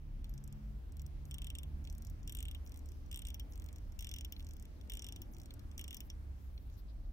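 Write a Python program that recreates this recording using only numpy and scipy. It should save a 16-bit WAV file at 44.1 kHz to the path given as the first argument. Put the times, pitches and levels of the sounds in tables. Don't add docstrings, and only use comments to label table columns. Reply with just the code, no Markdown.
import sys
import numpy as np
from scipy import signal
from scipy.fft import rfft, irfft, next_fast_len
from scipy.io import wavfile
from scipy.ndimage import uniform_filter1d, minimum_filter1d

SR = 44100
rng = np.random.default_rng(int(sys.argv[2]) if len(sys.argv) > 2 else 0)


def voltage_ratio(decibels):
    exponent = np.asarray(decibels, float) / 20
    return 10 ** exponent


def to_wav(s):
    ch = np.atleast_2d(s).T
    pcm = np.round(np.clip(ch, -1, 1) * 32767)
    wavfile.write(sys.argv[1], SR, pcm.astype(np.int16))


N = 314025


def band(x, lo_hz, hi_hz, order=2):
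    edges_hz = [lo_hz, min(hi_hz, 0.49 * SR)]
    return signal.sosfilt(signal.butter(order, edges_hz, "band", fs=SR, output="sos"), x)


def unit(x, count=None):
    return x / np.sqrt(np.mean(x[..., :count] ** 2, axis=-1, keepdims=True))


def on_log(table, hz):
    points_hz, values = np.transpose(table)
    return np.interp(np.log(hz), np.log(points_hz), values)


def walk(rate):
    k = int(SR / rate)
    held = np.repeat(rng.standard_normal(N // k + 1), k)
    return 1.38 * uniform_filter1d(uniform_filter1d(held, k), k)[:N]


def delay(x, s):
    size = next_fast_len(len(x))
    hz = np.arange(size // 2 + 1) * SR / size
    return irfft(rfft(x, size) * np.exp(-2j * np.pi * hz * s), size)[:len(x)]


def struck_part(count, modes, lo_hz, hi_hz, rise_s, rattle, rattle_s, crack, crack_s, t):
    ring = 0
    for hz, db, t60 in modes:
        detune, phase, louder, faster = rng.standard_normal((count, 4, 1)).transpose(1, 0, 2)
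        turn = 2 * np.pi * (hz * (1 + 0.008 * detune) * t + phase)
        decay = np.exp(-np.log(1000) * t / t60 * voltage_ratio(1.5 * faster))
        ring = ring + voltage_ratio(db + 2.0 * louder) * decay * np.sin(turn)
    ring = ring * np.minimum(t / rise_s, 1)
    release = t / crack_s * np.exp(1 - t / crack_s)
    rebound = 0.083 * rng.random((count, 1)) * np.exp(-((t - 0.0033) / 0.00029) ** 2)
    loose = rattle * np.exp(-t / rattle_s)
    echo = 0.03 * np.exp(-t / 0.02)
    grain = rng.standard_normal((count, len(t)))
    snap = band(grain * (release + rebound + loose + echo), lo_hz, hi_hz, order=3)
    return unit(ring, count=240) * np.sqrt(1 - crack) + unit(snap, count=240) * np.sqrt(crack)


def ratchet(rows, housing, cracks, crack_s):
    # frequency in Hz, level in dB, time to fall by 60 dB in seconds.
    spring = [(5050, -13, .02), (5490, -10, .045), (5600, -16, .07), (5680, 0, .022), (5720, -24, .17),
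              (5790, -17, .06), (6220, -10, .025), (7000, -12, .01)]
    wheel = [(7200, -10, 0.0062), (8320, 27, 0.012), (7700, -26, 0.036)]
    tooth_edge = [(11480, -14, 0.032), (12180, 12.5, 0.014), (12450, -14, 0.15), (13000, 0, 0.026)]
    tooth_tip = [(13500, -3, .012), (14200, -3, .012), (14800, -1, .016), (15500, 0, .014)]
    # crack's lowest and highest Hz, left minus right in dB,
    # unlikeness of the two sides (0-1), right side late in seconds, build-up of the ring in seconds,
    # share of rattle (0-1), length of rattle in seconds.
    parts = [
        (2100, 3800, .6, 0.15, 0.00014, .0015, 0.5, 0.01),
        (5000, 7400, 0.6, 0.22, 0.00017, .0009, 0.7, .003),
        (7000, 9500, .8, 0.1, 0.00014, .0007, 0.52, 0.003),
        (11800, 12900, 8, 0.45, 0.000165, .0024, 0.3, 0.006),
        (13200, 15700, 8.5, 0.45, 0.000165, .0009, 0.3, 0.004),
    ]
    t = np.arange(2816) / SR
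    fade = np.cos(np.pi / 2 * t / t[-1])
    out = np.zeros((2, N + len(t)))
    at = ((rows[:, :1] - crack_s) * SR).astype(int) + np.arange(len(t))
    all_modes = (housing, spring, wheel, tooth_edge, tooth_tip)
    for k, (modes, settings, crack) in enumerate(zip(all_modes, parts, cracks)):
        lo, hi, pan_db, unlike, lag_s, rise_s, rattle, rattle_s = settings
        both, own = (struck_part(len(rows), modes, lo, hi, rise_s, rattle, rattle_s, crack, crack_s, t)
                     for _ in range(2))
        size = voltage_ratio(rows[:, k + 1:k + 2]) * fade / np.hypot(1, unlike)
        left, right = (np.bincount(at.ravel(), (size * (both + sign * unlike * own)).ravel(), out.shape[1])
                       for sign in (1, -1))
        out += [voltage_ratio(pan_db / 2) * left, voltage_ratio(-pan_db / 2) * delay(right, lag_s)]
    return out[:, :N]


def teeth(tables, housing_db, per_spring_db, per_wheel_db, scatter_db):
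    lift_db = (0.1, 0.12, 0.15, 0.48)
    to_peak_s = 0.0009
    rows = np.concatenate(tables)
    away = rows[:, 1:3] - np.median(rows[:, 1:3], axis=0)
    scatter = scatter_db * rng.standard_normal(len(rows))
    housing = housing_db + away @ [per_spring_db, per_wheel_db] + scatter
    return np.c_[rows[:, 0] + to_peak_s, housing, rows[:, 1:] + lift_db]


def winding_strokes():
    # start in seconds, then spring, wheel, tooth edge and tooth tip level in dB.
    early = [(1.3104, -58.5, -54.5, -63, -61.0), (1.3415, -55.0, -52.5, -60.0, -59),
             (1.3826, -66, -57, -64.5, -62.0), (1.418, -60, -55, -64, -66), (1.4435, -63, -55, -66, -59.5),
             (1.4682, -60, -55, -63, -63), (1.501, -59, -55, -64.5, -62.5), (1.5509, -59, -53, -65, -63),
             (1.5848, -57.0, -53.5, -59, -58), (1.6314, -65, -56.5, -63, -65),
             (2.2755, -55, -55.0, -62, -58.0), (2.2945, -56, -56, -59, -63.5),
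             (2.322, -62, -51.5, -55, -57.0), (2.3488, -60, -53, -54.0, -60), (2.369, -64, -53.5, -62, -56),
             (2.3865, -60.0, -51, -64, -73), (2.4041, -65, -52, -69, -58), (2.4258, -58, -55, -54.5, -65),
             (2.4528, -66.0, -55.0, -67, -71), (2.4829, -69, -61, -66.5, -62.5),
             (2.5113, -63.5, -59.5, -63, -63), (2.5471, -64.5, -64, -66, -63)]
    middle = [(3.113, -57.0, -54.0, -64.0, -62), (3.1265, -62.0, -59, -67.0, -60.0),
              (3.143, -55, -52, -66, -62.5), (3.1588, -62, -56, -54, -66), (3.1729, -66.0, -53, -74, -61.0),
              (3.1909, -65, -53, -63.5, -64), (3.2187, -61.5, -59, -63, -62.5),
              (3.2503, -63, -57, -67.0, -63.0), (3.269, -56.0, -55, -63, -63),
              (3.2841, -60, -59, -61.0, -56), (3.3023, -61, -57, -71, -59),
              (3.3429, -53.5, -65, -63, -52.0), (3.396, -55.0, -58, -64, -58),
              (3.9901, -51.5, -61.0, -61, -54.5), (4.007, -57, -59.0, -60, -58),
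              (4.0238, -55, -58, -60, -61.0), (4.0445, -56, -55, -61, -66), (4.0689, -59.5, -54, -65, -65),
              (4.0906, -54.0, -57, -65.0, -65), (4.113, -54, -57.5, -60.0, -62.5),
              (4.1383, -50.5, -55, -62, -59), (4.1614, -55, -58.0, -65, -60.0),
              (4.184, -54.0, -60, -65, -59), (4.2086, -55, -59, -67, -60), (4.247, -54, -58, -63, -58),
              (4.3221, -52.5, -59.5, -58.0, -50)]
    last = [(4.8973, -54.5, -57, -57.5, -58), (4.9189, -61, -57, -63, -63),
            (4.9352, -57.5, -52, -60, -62.5), (4.9508, -61, -58.5, -66, -64),
            (4.9703, -57, -55.5, -62.0, -64), (4.9927, -51, -62, -66.0, -65.0),
            (5.0207, -53.5, -54, -67, -64.0), (5.0431, -55, -54, -66.5, -61.0),
            (5.0653, -54.5, -60, -65, -62.0), (5.0862, -55.5, -59.5, -65, -59.0),
            (5.1225, -54.5, -54, -63, -62), (5.1606, -57, -61, -69, -61), (5.217, -54, -66, -56.5, -52.5),
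            (5.778, -51, -56, -59.5, -58.0), (5.7927, -58.5, -54, -58.5, -57.5),
            (5.8114, -57, -60, -59.0, -60.5), (5.8406, -56.5, -59.5, -63, -63),
            (5.8788, -56.5, -55, -65.0, -62), (5.9069, -58, -58, -62, -60.0), (5.9276, -60, -59, -61, -65),
            (5.9439, -54, -59, -59.0, -52), (5.9677, -52.5, -58.5, -56.5, -57),
            (6.0041, -55.5, -60.5, -63, -51.0), (6.1, -52, -68, -70, -65)]
    # frequency in Hz, level in dB, time to fall by 60 dB in seconds.
    case = [(1837, -15, 0.016), (2366, -14, 0.027), (2660, -14, 0.036), (2820, -0.5, 0.032),
            (2994, -8.5, 0.05), (3130, -8.5, 0.1), (3320, -5, 0.05), (3447, -1, 0.039), (3640, 1, 0.017)]
    rows = teeth((early, middle, last), housing_db=-53, per_spring_db=-0.05, per_wheel_db=0.25, scatter_db=2.3)
    return ratchet(rows, case, cracks=(0.14, 0.54, 0.47, 0.71, 0.7), crack_s=0.00055)


def return_strokes():
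    # start in seconds, then spring, wheel, tooth edge and tooth tip level in dB.
    early = [(0.2428, -66.5, -68.0, -69, -71.0), (0.2523, -78, -84.0, -84.5, -90),
             (0.2932, -69.5, -74, -64, -73), (0.338, -67.0, -70, -64, -78), (0.3775, -63.0, -63, -76, -72),
             (0.4389, -66.5, -63, -61.5, -80), (0.4758, -69, -59.5, -70, -65.5),
             (0.5247, -65.5, -64.5, -71, -71.0), (0.9202, -71.5, -67, -76, -71.0),
             (0.9683, -70.0, -68.0, -70, -69.5), (0.9946, -63.5, -69.0, -73.0, -75.5),
             (1.0174, -68, -64.5, -68, -65.5), (1.0633, -63.5, -64, -65, -66),
             (1.2527, -67, -64, -68.0, -74), (1.8414, -66.5, -81, -78, -76), (1.85, -65, -72, -77.0, -74),
             (1.8726, -65.5, -68, -75, -70.5), (1.8981, -55, -64.0, -70, -68),
             (1.925, -68, -67, -68, -68.0), (1.9492, -70, -71, -73, -68), (1.9804, -68, -63, -68, -64.5),
             (2.021, -64.0, -67.0, -69, -67), (2.048, -62.5, -66, -66.0, -70),
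             (2.0688, -60.0, -66, -69, -69.0), (2.0984, -67, -67, -66, -67.0),
             (2.2294, -65.5, -75.5, -83, -79)]
    middle = [(2.6623, -65.5, -80, -85, -78.0), (2.6732, -61, -74, -80, -71.5),
              (2.6932, -72, -67.0, -76, -71), (2.7188, -64, -68.0, -75, -68),
              (2.7415, -67, -67, -75.5, -70), (2.759, -68.5, -71.0, -72, -73.0),
              (2.7728, -66, -64, -71, -63.5), (2.791, -70, -67, -72, -70.0), (2.8576, -71.5, -65, -75, -67),
              (2.8875, -64, -72, -73, -73), (2.9178, -70, -69, -71, -69.0), (3.0612, -73, -76, -81, -84),
              (3.5219, -64.5, -72, -84, -76), (3.534, -63, -72, -81.5, -74.5),
              (3.5557, -65.0, -71.0, -69, -69), (3.5757, -79, -63.5, -74, -73),
              (3.5972, -65.5, -68.0, -75, -69), (3.6197, -68, -70, -70.0, -72),
              (3.6411, -70, -68, -74.5, -68.0), (3.661, -69, -65, -75, -67.0),
              (3.6867, -67, -70.5, -70, -68), (3.7279, -70.5, -62, -76, -68.0),
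              (3.7595, -64, -68.0, -72, -69.0), (3.7826, -68.5, -70.5, -76, -72.0),
              (3.9207, -68.5, -81.0, -78, -73)]
    last = [(4.3635, -73, -84, -87, -96), (4.395, -65, -80.5, -85, -81), (4.4042, -70.5, -79.0, -85, -71.0),
            (4.4253, -69.0, -74, -82, -73), (4.4454, -71, -66, -75, -77), (4.4668, -63.5, -70, -72.5, -71),
            (4.488, -66, -73.5, -73, -65), (4.5082, -62.5, -68, -74.0, -75), (4.5341, -68, -64.5, -74, -65),
            (4.566, -69, -71, -75, -67), (4.597, -68, -64, -70, -71.0), (4.6238, -65.5, -66, -73, -63),
            (4.6529, -70, -70, -78, -67), (4.811, -68.0, -75, -79.5, -73.5), (4.874, -82, -80, -80, -92),
            (5.335, -65.0, -92, -91, -79), (5.3463, -64.5, -76.0, -81, -88), (5.366, -69.5, -71, -78, -71),
            (5.383, -69.0, -68, -73, -71.5), (5.3988, -64.5, -72, -71.5, -68.5),
            (5.4154, -64, -67.5, -77, -71.0), (5.4331, -68.5, -72.0, -79, -72),
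            (5.457, -64, -65, -73.5, -69.5), (5.5062, -68.5, -72, -73, -66.0), (5.5384, -69, -63, -68, -66),
            (5.5931, -66.0, -70, -73, -69.0), (5.7132, -67.0, -70, -83, -79.5),
            (6.577, -73, -91, -94.5, -88), (6.698, -82, -100, -80, -78.0)]
    # frequency in Hz, level in dB, time to fall by 60 dB in seconds.
    back_case = [(2550, -1, 0.0055), (3400, 13, 0.011), (4290, 11, 0.012)]
    rows = teeth((early, middle, last), housing_db=-69, per_spring_db=0.07, per_wheel_db=-0.03, scatter_db=5)
    return ratchet(rows, back_case, cracks=(0.36, 0.71, 0.86, 0.33, 0.54), crack_s=0.00045)


def fingers():
    # middle in seconds, length in seconds, level in dB, centre in Hz.
    rubs = [(1.283, 0.082, -72, 13500), (1.838, 0.044, -78.5, 13440), (2.66, 0.038, -67, 13700),
            (3.52, 0.053, -68.5, 13400), (4.395, 0.073, -69, 13100), (5.331, 0.039, -67, 13300),
            (6.054, 0.076, -70.5, 13250), (6.434, 0.14, -74.5, 13900), (6.56, 0.079, -81, 13500),
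            (6.637, 0.4, -78, 13600), (6.789, 0.044, -66.5, 13990), (6.79, 0.043, -74.5, 4170),
            (6.899, 0.046, -74.5, 3930), (6.742, 0.072, -78, 5392), (5.6, 0.21, -76.5, 1320),
            (6.399, 0.18, -85, 5800), (7.05, .03, -81, 3760), (7.01, .3, -88, 14000)]
    out, t = np.zeros((2, N)), np.arange(N) / SR
    for s, length, db, hz in rubs:
        first = int((s - 0.2) * SR)
        left, right, grain = rng.standard_normal((3, int(SR * 0.4)))
        rough = np.array([left, right]) * voltage_ratio(6.4 * abs(grain))
        near = slice(first, min(first + len(grain), N))
        swish = unit(band(rough, 0.84 * hz, 1.33 * hz, order=3))[:, :near.stop - first]
        swell = np.exp(-(2 * (t[near] - s) / length) ** 2)
        out[:, near] += voltage_ratio(db + np.array([[2.5], [-2.5]])) * swish * swell
    return out


def engine():
    # time in seconds, firing rate in Hz, firing tone in dB, exhaust overtones in dB.
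    firing = [(0, 68.94, -45.5, -61), (.12, 68.67, -47, -56.5), (.58, 69.14, -77, -50.5),
              (.75, 70.16, -56, -50), (.85, 70.38, -58, -76), (.97, 71.9, -46.5, -57),
              (1.4, 71.8, -49, -58), (1.75, 73.27, -44, -59), (2.25, 73.53, -48, -57.5),
              (2.6, 73.6, -44, -70), (3.6, 74, -53.5, -73), (4.35, 73.64, -48.5, -78),
              (4.6, 71.67, -56, -75), (5.3, 71.63, -63, -69.5), (5.65, 70.6, -47.5, -70),
              (5.97, 69.3, -60.5, -65), (6.19, 68.87, -46, -71.5), (7.12, 64.8, -61.5, -66)]
    # time in seconds, frequency in Hz, level in dB.
    drone = [
        (0, 33, -51),
        (.2, 34.17, -44.5),
        (.45, 36.11, -54.5),
        (6.8, 33.96, -66),
        (7.0, 32.4, -46),
        (7.12, 32.6, -43),
    ]
    t = np.arange(N) / SR
    firing_s, *columns = np.transpose(firing)
    hz, tone_db, over_db = [np.interp(t, firing_s, c) for c in columns]
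    drone_s, *columns = np.transpose(drone)
    half_hz, half_db = [np.interp(t, drone_s, c) for c in columns]
    turn = 2 * np.pi * np.cumsum(hz * (1 + 0.011 * walk(7))) / SR
    lines = []
    for k, db in enumerate((tone_db, over_db, over_db - 7.5)):
        waver_db = -1.5 + 2.5 * walk(12)
        lines.append(np.sqrt(2) * voltage_ratio(db + waver_db) * np.sin((k + 1) * turn + k))
    half = np.sqrt(2) * voltage_ratio(half_db) * np.sin(2 * np.pi * np.cumsum(half_hz) / SR)
    return voltage_ratio(np.array([[-1.2], [1.2]])) * lines[0] + lines[1] + lines[2] + half


def traffic_swell():
    # time in seconds, heavy rumble in dB, lean to the deeper room mode in dB, tyre roar in dB.
    traffic = [(0.0, -3, 23, -3.5), (0.22, 6.5, 1, -1.5), (0.711, 4.5, -1.5, -1.5), (1.781, 9.5, -1, -0.5),
               (3.65, 5.5, -3, -0.2), (4.0, 8.5, 10.5, -2.5), (4.26, 1.5, -9, 0.5), (4.44, 3.5, 10.5, -1.5),
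               (4.9, 5, -13, 1), (5.45, 3.5, 7.5, 0), (6.7, 2.5, 0.5, -2), (7.12, -5.5, -6, -1.5)]
    # rumble, lean and tyres, all in dB per dB.
    reach = [
        (0.69, 0.66, 0.5),
        (0.47, -1, -2.5),
        (0.34, 0.024, -1),
        (0, 0.13, 2),
        (0.049, 0.093, 0.93),
        (0.19, 0.079, 1),
    ]
    s, *controls = np.transpose(traffic)
    t = np.arange(N) / SR
    return np.array(reach) @ np.array([np.interp(t, s, c) for c in controls])


def room():
    # frequency in Hz, level in dB per Hz.
    boom = [(18, -24.5), (25, -10.5), (34, -5), (44, -4), (55, -3), (64, -10.5), (85, -14), (100, -9.5),
            (120, -22.5), (190, -20.5), (225, -23), (260, -20), (330, -24), (370, -29)]
    hiss = [(370, -34.5), (465, -30), (616, -33), (863, -37.5), (2060, -45.5), (4000, -51.5), (6900, -52.5),
            (9000, -72.5), (11100, -46), (12500, -60), (14700, -50), (16500, -50)]
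    # frequency in Hz, likeness from -1 to 1.
    likeness = [(30, 0.82), (60, 0.96), (130, 0.61), (290, 0.73), (640, -0.15), (1400, -0.25), (3100, 0.12),
                (6800, -0.037), (15000, -0.28)]
    out, swell = 0, traffic_swell()
    places = np.log([33, 53, 100, 290, 1000, 4000])
    edges = np.r_[20 * 2 ** (np.arange(21) / 5), 370 * 2 ** (np.arange(13) / 2.2)]
    for lo, hi in zip(edges[:-1], edges[1:]):
        hz = np.sqrt(lo * hi)
        mid, side = unit(band(rng.standard_normal((2, N)), lo, hi))
        place = np.interp(np.log(hz), places, np.arange(6))
        k = min(int(place), 4)
        swell_db = swell[k] + (place - k) * (swell[k + 1] - swell[k]) + 1.03 * walk(8)
        like = np.clip(on_log(likeness, hz), -1, 1)
        pair = np.sqrt(1 + like) * mid + np.sqrt(1 - like) * side * np.array([[1], [-1]])
        level_db = on_log(boom + hiss, hz) + 10 * np.log10(hi - lo)
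        out = out + voltage_ratio(level_db + swell_db) * pair
    return out * voltage_ratio(-66.5)


def scene():
    watch = winding_strokes() + return_strokes()
    top = signal.ellip(8, 0.3, 50, 15800, fs=SR, output="sos")
    return watch + signal.sosfilt(top, fingers() + engine() + room())


def thin_treble(x):
    # frequency in Hz, dB under a threshold that rises with the click up to a cap.
    margins = [(3000, 21), (4200, 11), (5700, 17), (7000, 11), (8300, 13), (10500, 9), (11600, 15),
               (12600, 18), (13200, 5), (16000, 4)]
    cap_db = 14
    padded = np.pad(x, ((0, 0), (0, 2048)), "reflect")
    hz, _, cells = signal.stft(padded, SR, nperseg=256, boundary="even")
    power = abs(cells) ** 2
    loudest = -minimum_filter1d(-uniform_filter1d(power, size=21, axis=1).max(axis=0), size=13, axis=1)
    usual = np.median(power, axis=(0, 2))[:, None]
    patches = rng.standard_normal((len(hz) // 4 + 1, power.shape[2] // 2 + 1))
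    whim_db = 3.5 * patches.repeat(4, axis=0).repeat(2, axis=1)[:len(hz), :power.shape[2]]
    under_db = on_log(margins, hz + 1)[:, None] + whim_db * (hz < 13000)[:, None]
    threshold = usual * np.minimum(loudest / usual, voltage_ratio(2 * cap_db)) * voltage_ratio(-2 * under_db)
    keep = uniform_filter1d(power, size=2, axis=1) > threshold
    keep = keep | (hz < 3000)[:, None]
    return signal.istft(cells * keep, SR, nperseg=256)[1][:, :N]


def low_pass(x):
    return signal.sosfilt(signal.butter(12, 16840, fs=SR, output="sos"), x)


def record(dry):
    cut = signal.sosfilt(signal.ellip(8, 0.3, 60, 16500, fs=SR, output="sos"), dry)
    ending = np.minimum(np.arange(N)[::-1] / 200, 1)
    return low_pass(thin_treble(cut) * ending)


dry = scene()
out = record(dry)
to_wav(out)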